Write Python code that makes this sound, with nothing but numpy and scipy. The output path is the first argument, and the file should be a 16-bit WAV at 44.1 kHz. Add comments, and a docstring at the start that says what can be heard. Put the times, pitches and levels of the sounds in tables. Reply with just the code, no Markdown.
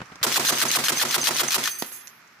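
"""A heavy machine gun on a tripod fires eleven rounds, close by, on an open range. Dull bumps on the gun come
first. Each cycle: the bolt slams shut, the blast tears and falls in pitch, a heavy thud follows and the mount
rings, the bolt hits its buffer and drags the belt on. Cases ring on the pile. The bolt shuts on an empty
chamber, links drop, a sharp knock sounds and the brass settles while the range echo dies away."""
import sys
import numpy as np
from scipy import signal
from scipy.fft import rfft, irfft
from scipy.io import wavfile
from scipy.ndimage import uniform_filter1d

SR = 44100
rng = np.random.default_rng(int(sys.argv[2]) if len(sys.argv) > 2 else 0)


def persist_wave(psi):
    """Save psi, clipped to +-1, as 16-bit WAV."""
    counts = np.round(np.clip(psi, -1, 1) * 32767).astype(np.int16)
    wavfile.write(sys.argv[1], SR, np.atleast_2d(counts).T)


N = 105840

# Firing cycles (bolt shut time [s], slam [dB], blast [dB], thud [dB], clack delay [s], rattle [dB])
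ROUNDS = [(0.229, 1.5, 1, 2.5, 0.094, 1.5), (0.3583, 0.5, 0.5, 2, 0.092, 2), (0.4851, 1, 0.5, 2, .098, 1),
          (.615, -1.5, 0.5, 1, .099, 2.5), (0.7494, -3.5, 1, 0.5, 0.091, 1.5),
          (0.883, -0.5, -0.5, 0.5, 0.098, 1), (1.0132, 1.5, -1, -0.5, 0.095, 0.5),
          (1.1426, 2, -1.5, -0.5, .0974, 1), (1.2701, 1, -0.5, 0, .0952, 0.5),
          (1.3955, 1, -0.5, -0.5, 0.11, 2), (1.543, 2, -1, -1, 0.094, -0.5)]
# Impacts (time [s], relative level [dB])
SOFT_KNOCKS = [(.001, -36.5), (.015, -33), (.118, -37.5), (.156, -44.5), (.214, -37)]
BRASS_TICKS = [(.057, -50), (.157, -49), (2.01, -45), (2.0723, -36), (2.095, -47), (2.218, -57),
               (2.274, -52.5), (2.32, -62)]
CASE_LANDINGS = [(.3, -7), (.425, -7), (.475, 4), (.552, 2.5), (.68, 3.5), (.72, -1), (.845, -1.5),
                 (.962, 3.5), (1.084, -2), (1.212, 2.5), (1.245, 0.5), (1.342, 3.5), (1.478, 1),
                 (1.605, -7), (1.648, -1), (1.708, -3.5), (1.748, -8.5), (1.788, -4.5)]
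LINK_LANDINGS = [(1.69, 1.5), (1.785, 2), (1.86, -3), (1.921, -1), (1.943, -5)]
HARD_KNOCKS = [(1.8228, -18.5), (1.918, -36)]
# Noise spectra (frequency [Hz], relative density [dB])
AIR_SPECTRUM = [(30, -40), (70, -19), (120, -7.5), (220, -8.5), (320, -12.5), (630, -13), (1300, -3),
                (2300, -6.5), (3300, -19), (5500, -15.5), (9000, -29), (15000, -34)]
SOFT_KNOCK_SPECTRUM = [(30, -23), (140, 1), (300, -10.5), (700, -16.5), (1400, -11.5), (3000, -21.5),
                       (8000, -36.5), (15000, -53)]
TICK_SPECTRUM = [(200, -25), (2000, -2), (4000, -6.5), (6300, 6), (8500, -10.5), (10000, -9), (15000, -25)]
SLAM_SPECTRUM = [(60, -69), (300, -30), (700, -11), (1400, 3), (2400, -4), (4200, 0.5), (7000, -8.5),
                 (15000, -10)]
ECHO_SPECTRUM = [(40, -34), (150, -7), (300, -5), (600, -10), (1400, -3), (2400, -0.5), (3300, -6),
                 (6000, -8), (9000, -25), (15000, -30)]
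BLAST_SPECTRUM = [(60, -30), (200, -20.5), (500, -5), (1200, -1), (2500, -0.5), (5000, -2), (8000, -3),
                  (15000, -5.5)]
THUD_SPECTRUM = [(40, -12), (90, -23), (140, -25), (350, 1.5), (700, -1), (1400, 1.5), (2200, -2.5),
                 (3200, -7.5), (6000, -2.5), (15000, -17)]
WASH_SPECTRUM = [(60, -25), (200, -6), (500, -4), (1400, 0), (2600, -1), (5000, -1), (8000, -5.5),
                 (15000, -11)]
BUFFER_SPECTRUM = [(60, -35), (130, -24), (250, -1), (700, -6.5), (1500, 0.5), (2800, -2.5), (5000, -7),
                   (15000, -30)]
RATTLE_SPECTRUM = [(60, -58), (400, -27.5), (800, -11.5), (1300, -2), (2500, 1), (4300, 1), (6000, 2.5),
                   (8000, -4.5), (15000, -5.5)]
HARD_KNOCK_SPECTRUM = [(40, -33), (100, -18), (230, 1.5), (600, -5.5), (1400, -3.5), (3000, -8),
                       (5500, -8.5), (8000, -16.5), (15000, -19)]
# Left-right likeness of noise (frequency [Hz], coherence [0-1])
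COHERENCE = [(100, 0.99), (350, 1), (700, 0.64), (1400, 0.37), (4000, 0.18), (8000, 0), (15000, 0.06)]
# Modes of receiver and tripod, case, feed, link (frequency [Hz], relative level [dB], t60 [s])
MOUNT_MODES = [(113, -15.5, 0.33), (140.2, -5, .34), (230.5, 0.5, 0.27), (267, -3, .24), (358.3, 4, 0.15),
               (394, -7.5, 0.26), (501.3, -1, 0.17), (532, -3, .12), (642, 2, 0.1), (727.5, -2, 0.17),
               (948, -2.5, 0.19), (1039, -1, 0.14), (1269, -3, 0.089), (1353, 5, 0.071)]
CASE_MODES = [(4670, -9.5, 0.24), (6150, -10, 0.083), (6090, -9, 0.094), (6220, 0.5, 0.21), (6240, -3, .14),
              (6400, -5, 0.17), (8520, -9, 0.23), (9800, -13.5, .16), (11100, -11.5, 0.16),
              (14090, -14, 0.18)]
FEED_MODES = [(1786, -4.5, 0.17), (3520, -11, 0.18), (4110, 2, 0.15), (4260, -12.5, .1), (4570, -6, 0.21)]
LINK_MODES = [(6330, 0, 0.34), (7100, -12, 0.23), (7900, -8.5, 0.18), (8700, -8, 0.29), (9950, -0.5, .38),
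              (9910, 2.5, 0.32), (10800, -5, .6), (11100, 0, .5), (11650, -3, .3), (11755, 2, .25),
              (12242, -3, 0.97), (12538, 0.5, .55), (12835, -2, .38), (14090, -4, .25), (14870, 4, 0.27),
              (14970, -3, 0.19)]

SHUT_S, SLAM_DB, BLAST_DB, THUD_DB, CLACK_DELAY_S, RATTLE_DB = np.transpose(ROUNDS)
CLACK_S = SHUT_S + CLACK_DELAY_S
PAWL_S = CLACK_S + 0.016
EMPTY_S, EMPTY_DB = 1.674, -2  # bolt shuts on an empty chamber
EVENT_T_S, SCENE_T_S = np.arange(12288) / SR, np.arange(N) / SR


def amp(db):
    """Decibels to gain."""
    return 10 ** (np.asarray(db) / 20)


def unit_rms(x):
    """Scales to unit rms."""
    return x / np.sqrt(np.mean(x ** 2) + 1e-20)


def lookup(points, hz):
    """Interpolates on a log-frequency axis."""
    points_hz, values = np.transpose(points)
    return np.interp(np.log(hz + 1), np.log(points_hz), values)


def pan(db):
    """Gains for a left-minus-right level."""
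    return amp(np.array([[db], [-db]]) / 2)


def add(mix, start_s, sound):
    """Mixes a sound in at start_s."""
    part = mix[:, max(round(start_s * SR), 0):][:, :sound.shape[1]]
    part += sound[:, :part.shape[1]]


def low_cut(x, hz):
    """Removes rumble below hz."""
    return signal.sosfilt(signal.butter(3, hz, "high", fs=SR, output="sos"), x)


def wander(shape, samples):
    """Smoothed random curves of unit rms."""
    return unit_rms(uniform_filter1d(rng.standard_normal(shape), size=samples))


def noise(spectrum, grain_db=0, mono=1, size=len(EVENT_T_S)):
    """Coloured stereo noise in 1 ms grains; higher mono narrows it."""
    hz = np.fft.rfftfreq(size, 1 / SR)
    left, other = rfft(rng.standard_normal((2, size)) * amp(grain_db * wander(size, 44)))
    coherence = np.clip(lookup(COHERENCE, hz), 1e-4, 1) ** (1 / mono)
    right = coherence * left + np.sqrt(1 - coherence ** 2) * other
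    return unit_rms(irfft(np.array([left, right]) * amp(lookup(spectrum, hz)), size))


def envelope(attack_s, hold_s, t60_s):
    """Linear rise, hold, exponential decay."""
    decay_s = np.maximum(EVENT_T_S - attack_s - hold_s, 0)
    return np.minimum(EVENT_T_S / attack_s, 1) * amp(-60 * decay_s / t60_s)


def bursts(times_s, levels_db, spectrum, shape, alike=0, grain_db=0, mono=1):
    """One noise burst per event; alike is the power share common to all."""
    out, common = np.zeros((2, N)), noise(spectrum, grain_db, mono)
    for start_s, db in zip(times_s, levels_db):
        fresh = noise(spectrum, grain_db, mono)
        add(out, start_s, amp(db) * shape * (np.sqrt(alike) * common + np.sqrt(1 - alike) * fresh))
    return out


def rings(times_s, levels_db, modes, attack_s, spread_rad, detune, vary_db, flutter=0):
    """Struck modes; spread_rad scatters left-right phase, flutter is the wobble of tumbling."""
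    out, t = np.zeros((2, N)), np.arange(SR * 2 // 3) / SR
    hz, mode_db, t60_s = np.transpose(modes)[:, :, None]
    decay = amp(mode_db - 60 * t / t60_s) * np.minimum(t / attack_s, 1)
    start_rad = rng.uniform(0, 2 * np.pi, hz.shape)
    for start_s, db in zip(times_s, levels_db):
        left, right, tuning, strength = rng.standard_normal((4, len(hz), 1))
        phase_rad = 2 * np.pi * hz * (1 + detune * tuning) * t + start_rad
        gains = amp(db + vary_db * strength) * decay
        ring = np.array([(gains * np.sin(phase_rad + spread_rad * side)).sum(0) for side in (left, right)])
        add(out, start_s, ring * (1 + flutter * wander((2, len(t)), 260)))
    return out


def swoops(times_s, levels_db, shape, from_hz, to_hz, fall_s, rough):
    """Rough pressure waves of quickly sinking pitch."""
    out = np.zeros((2, N))
    hz = to_hz + (from_hz - to_hz) * np.exp(-EVENT_T_S / fall_s)
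    for start_s, db in zip(times_s, levels_db):
        wobble, flutter = wander((2, len(hz)), 50)
        phase_rad = 2 * np.pi * np.cumsum(hz * (1 + rough * wobble)) / SR
        wave = shape * np.sin(phase_rad) * (1 + rough * flutter)
        add(out, start_s, amp(db) * np.array([wave, wave]))
    return out


def range_air():
    """Faint, slowly fading wash of the range."""
    return noise(AIR_SPECTRUM, grain_db=1, size=N) * amp(np.linspace(-48, -54, N))


def soft_knocks():
    """Dull bumps on the gun before it fires."""
    return bursts(*np.transpose(SOFT_KNOCKS), SOFT_KNOCK_SPECTRUM, envelope(0.00072, 0.0046, 0.06),
                  grain_db=4)


def brass_ticks():
    """Brass ticks as it settles."""
    return bursts(*np.transpose(BRASS_TICKS), TICK_SPECTRUM, envelope(0.0004, 0.0013, 0.045), grain_db=7)


def bolt_slam():
    """The bolt shuts on each round, then on the empty chamber."""
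    return bursts(np.append(SHUT_S, EMPTY_S), np.append(SLAM_DB, EMPTY_DB) - 17, SLAM_SPECTRUM,
                  envelope(0.00067, 0.0013, 0.049), alike=0.067, grain_db=2, mono=1.6)


def steel_ring(x, ring_db=-10, t60_s=0.13, count=110):
    """Adds the short, high modes of the steel parts."""
    hz = np.geomspace(1500, 14500, count)[:, None] * rng.uniform(0.97, 1.03, (count, 1))
    t = EVENT_T_S[:len(EVENT_T_S) // 2]
    weights = rng.standard_normal((2, count)) + rng.standard_normal(count)
    response = weights @ (np.sin(2 * np.pi * hz * t) * np.sqrt(hz)) * amp(-60 * t / t60_s)
    response /= np.linalg.norm(response[0])
    return x + amp(ring_db) * signal.oaconvolve(x, response, axes=1)[:, :N]


def range_echo(x, t60_s=1.66, echo_db=-22, build_s=0.02):
    """Sound scattered back from ground, banks and tree line."""
    shape = amp(-60 * SCENE_T_S / t60_s) * np.minimum(SCENE_T_S / build_s, 1)
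    tail = noise(ECHO_SPECTRUM, grain_db=6, size=N) * shape
    return amp(echo_db) * signal.fftconvolve(x, tail / np.linalg.norm(tail[0]), axes=1)[:, :N]


def muzzle_blast():
    """Tearing blast, its falling note and its slap off the ground."""
    tear = bursts(SHUT_S + 0.0065, BLAST_DB - 18, BLAST_SPECTRUM, envelope(0.0007, 0.01, 0.062),
                  alike=0.079, mono=0.14)
    fall = swoops(SHUT_S + 0.013, BLAST_DB - 34.5, envelope(0.0037, 0.012, 0.075),
                  from_hz=800, to_hz=246.5, fall_s=0.00911, rough=0.3)
    slap = swoops(SHUT_S + 0.0203, BLAST_DB - 19.5, envelope(0.0013, 0.0008, 0.02),
                  from_hz=1200, to_hz=810, fall_s=0.0072, rough=0.27)
    return tear * pan(-1.9) + fall + slap


def treble_dip(x, above_hz=1300, delay_s=0.0284, half_width_s=0.0052, dip_db=-4.5):
    """The treble dips briefly after each blast."""
    dip = sum(np.exp(-((SCENE_T_S - shut_s - delay_s) / half_width_s) ** 4) for shut_s in SHUT_S)
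    low = signal.sosfiltfilt(signal.butter(2, above_hz, fs=SR, output="sos"), x)
    return low + (x - low) * amp(dip_db * dip)


def thud_and_ring():
    """A bump, then a thud with a noisy wash; receiver and tripod ring."""
    thud_s = SHUT_S + 0.0372
    bump = swoops(SHUT_S + 0.0338, THUD_DB - 28.5, envelope(0.00025, 0.0012, 0.0095),
                  from_hz=736, to_hz=450, fall_s=0.0032, rough=0.21)
    thud = bursts(thud_s, THUD_DB - 26, THUD_SPECTRUM, envelope(0.00033, 0.0058, 0.097),
                  alike=0.63, grain_db=0.5, mono=0.48)
    wash = bursts(thud_s, THUD_DB - 29.5, WASH_SPECTRUM, envelope(0.0007, 0.055, 0.26),
                  alike=0.069, grain_db=2, mono=0.72)
    ring = rings(thud_s, THUD_DB - 36, MOUNT_MODES,
                 attack_s=0.0014, spread_rad=0.064, detune=0.005, vary_db=0.5)
    return bump + thud * pan(-6.5) + wash * pan(-0.55) + ring * pan(0.14)


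def spent_cases():
    """Tumbling cases ring on the pile."""
    times_s, levels_db = np.transpose(CASE_LANDINGS)
    return rings(times_s, levels_db - 29, CASE_MODES,
                 attack_s=0.0042, spread_rad=0.8, detune=0.002, vary_db=2.5, flutter=0.45)


def buffer_hit():
    """The bolt flies back into its buffer."""
    return bursts(SHUT_S + 0.0885, RATTLE_DB - 25.5, BUFFER_SPECTRUM, envelope(0.00087, 0.0019, 0.0094),
                  alike=0.74, grain_db=1.5, mono=0.4)


def belt_rattle():
    """The belt clacks and rattles as the pawl drags it on."""
    clack = bursts(CLACK_S, RATTLE_DB - 20.5, RATTLE_SPECTRUM, envelope(0.00074, 0.00099, 0.028),
                   alike=0.14, grain_db=2.5)
    pawl = bursts(PAWL_S, RATTLE_DB - 26, RATTLE_SPECTRUM, envelope(0.0045, 0.003, 0.053), grain_db=4)
    belt = bursts(CLACK_S, RATTLE_DB - 27, RATTLE_SPECTRUM, envelope(0.008, 0.028, 0.091),
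                  alike=0.11, grain_db=3, mono=2.9)
    return (clack + pawl) * pan(2.7) + belt * pan(0.6)


def feed_ring():
    """The feed rings at each pawl stroke and at the empty slam."""
    return rings(np.append(PAWL_S, EMPTY_S), np.append(RATTLE_DB, EMPTY_DB) - 31, FEED_MODES,
                 attack_s=0.002, spread_rad=0.64, detune=0.005, vary_db=4, flutter=0.37)


def belt_links():
    """Links ring and scrape on the pile."""
    times_s, levels_db = np.transpose(LINK_LANDINGS)
    ring = rings(times_s, levels_db - 43.5, LINK_MODES,
                 attack_s=0.0025, spread_rad=1.68, detune=0.0005, vary_db=2, flutter=0.12)
    scrape = bursts(times_s, levels_db - 44, spectrum=[(500, -33), (3000, -13), (7000, 7), (15000, -5)],
                    shape=envelope(0.002, 0.016, 0.27), grain_db=4)
    return ring + scrape


def hard_knocks():
    """A sharp blow nearby, then a faint one."""
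    shape = envelope(0.0002, 0.00045, 0.012) + amp(-17.5) * envelope(0.0039, 0.0016, 0.19)
    return low_cut(bursts(*np.transpose(HARD_KNOCKS), HARD_KNOCK_SPECTRUM, shape, grain_db=1), hz=139)


def scene():
    """Gun, pile and knocks over the range; only the gun echoes."""
    shots = muzzle_blast() + thud_and_ring()
    action = steel_ring(bolt_slam() * pan(1.6) + belt_rattle()) + buffer_hit() * pan(-6.5) + feed_ring()
    gun = low_cut(shots + action, hz=91)
    pile = brass_ticks() * pan(-5.5) + spent_cases() * pan(-1.8) + belt_links() * pan(-4.5)
    knocks = soft_knocks() + hard_knocks() * pan(-4.5)
    return treble_dip(gun + pile) + knocks + (range_air() + range_echo(gun)) * pan(-2.3)


def record(dry, ceiling=0.72, cutoff_hz=15300):
    """Soft overload, then low-pass."""
    low_pass = signal.firwin(255, cutoff_hz, window=("kaiser", 9), fs=SR)
    return signal.oaconvolve(ceiling * np.tanh(dry / ceiling), low_pass[None], "same")


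dry = scene()
out = record(dry)
persist_wave(out)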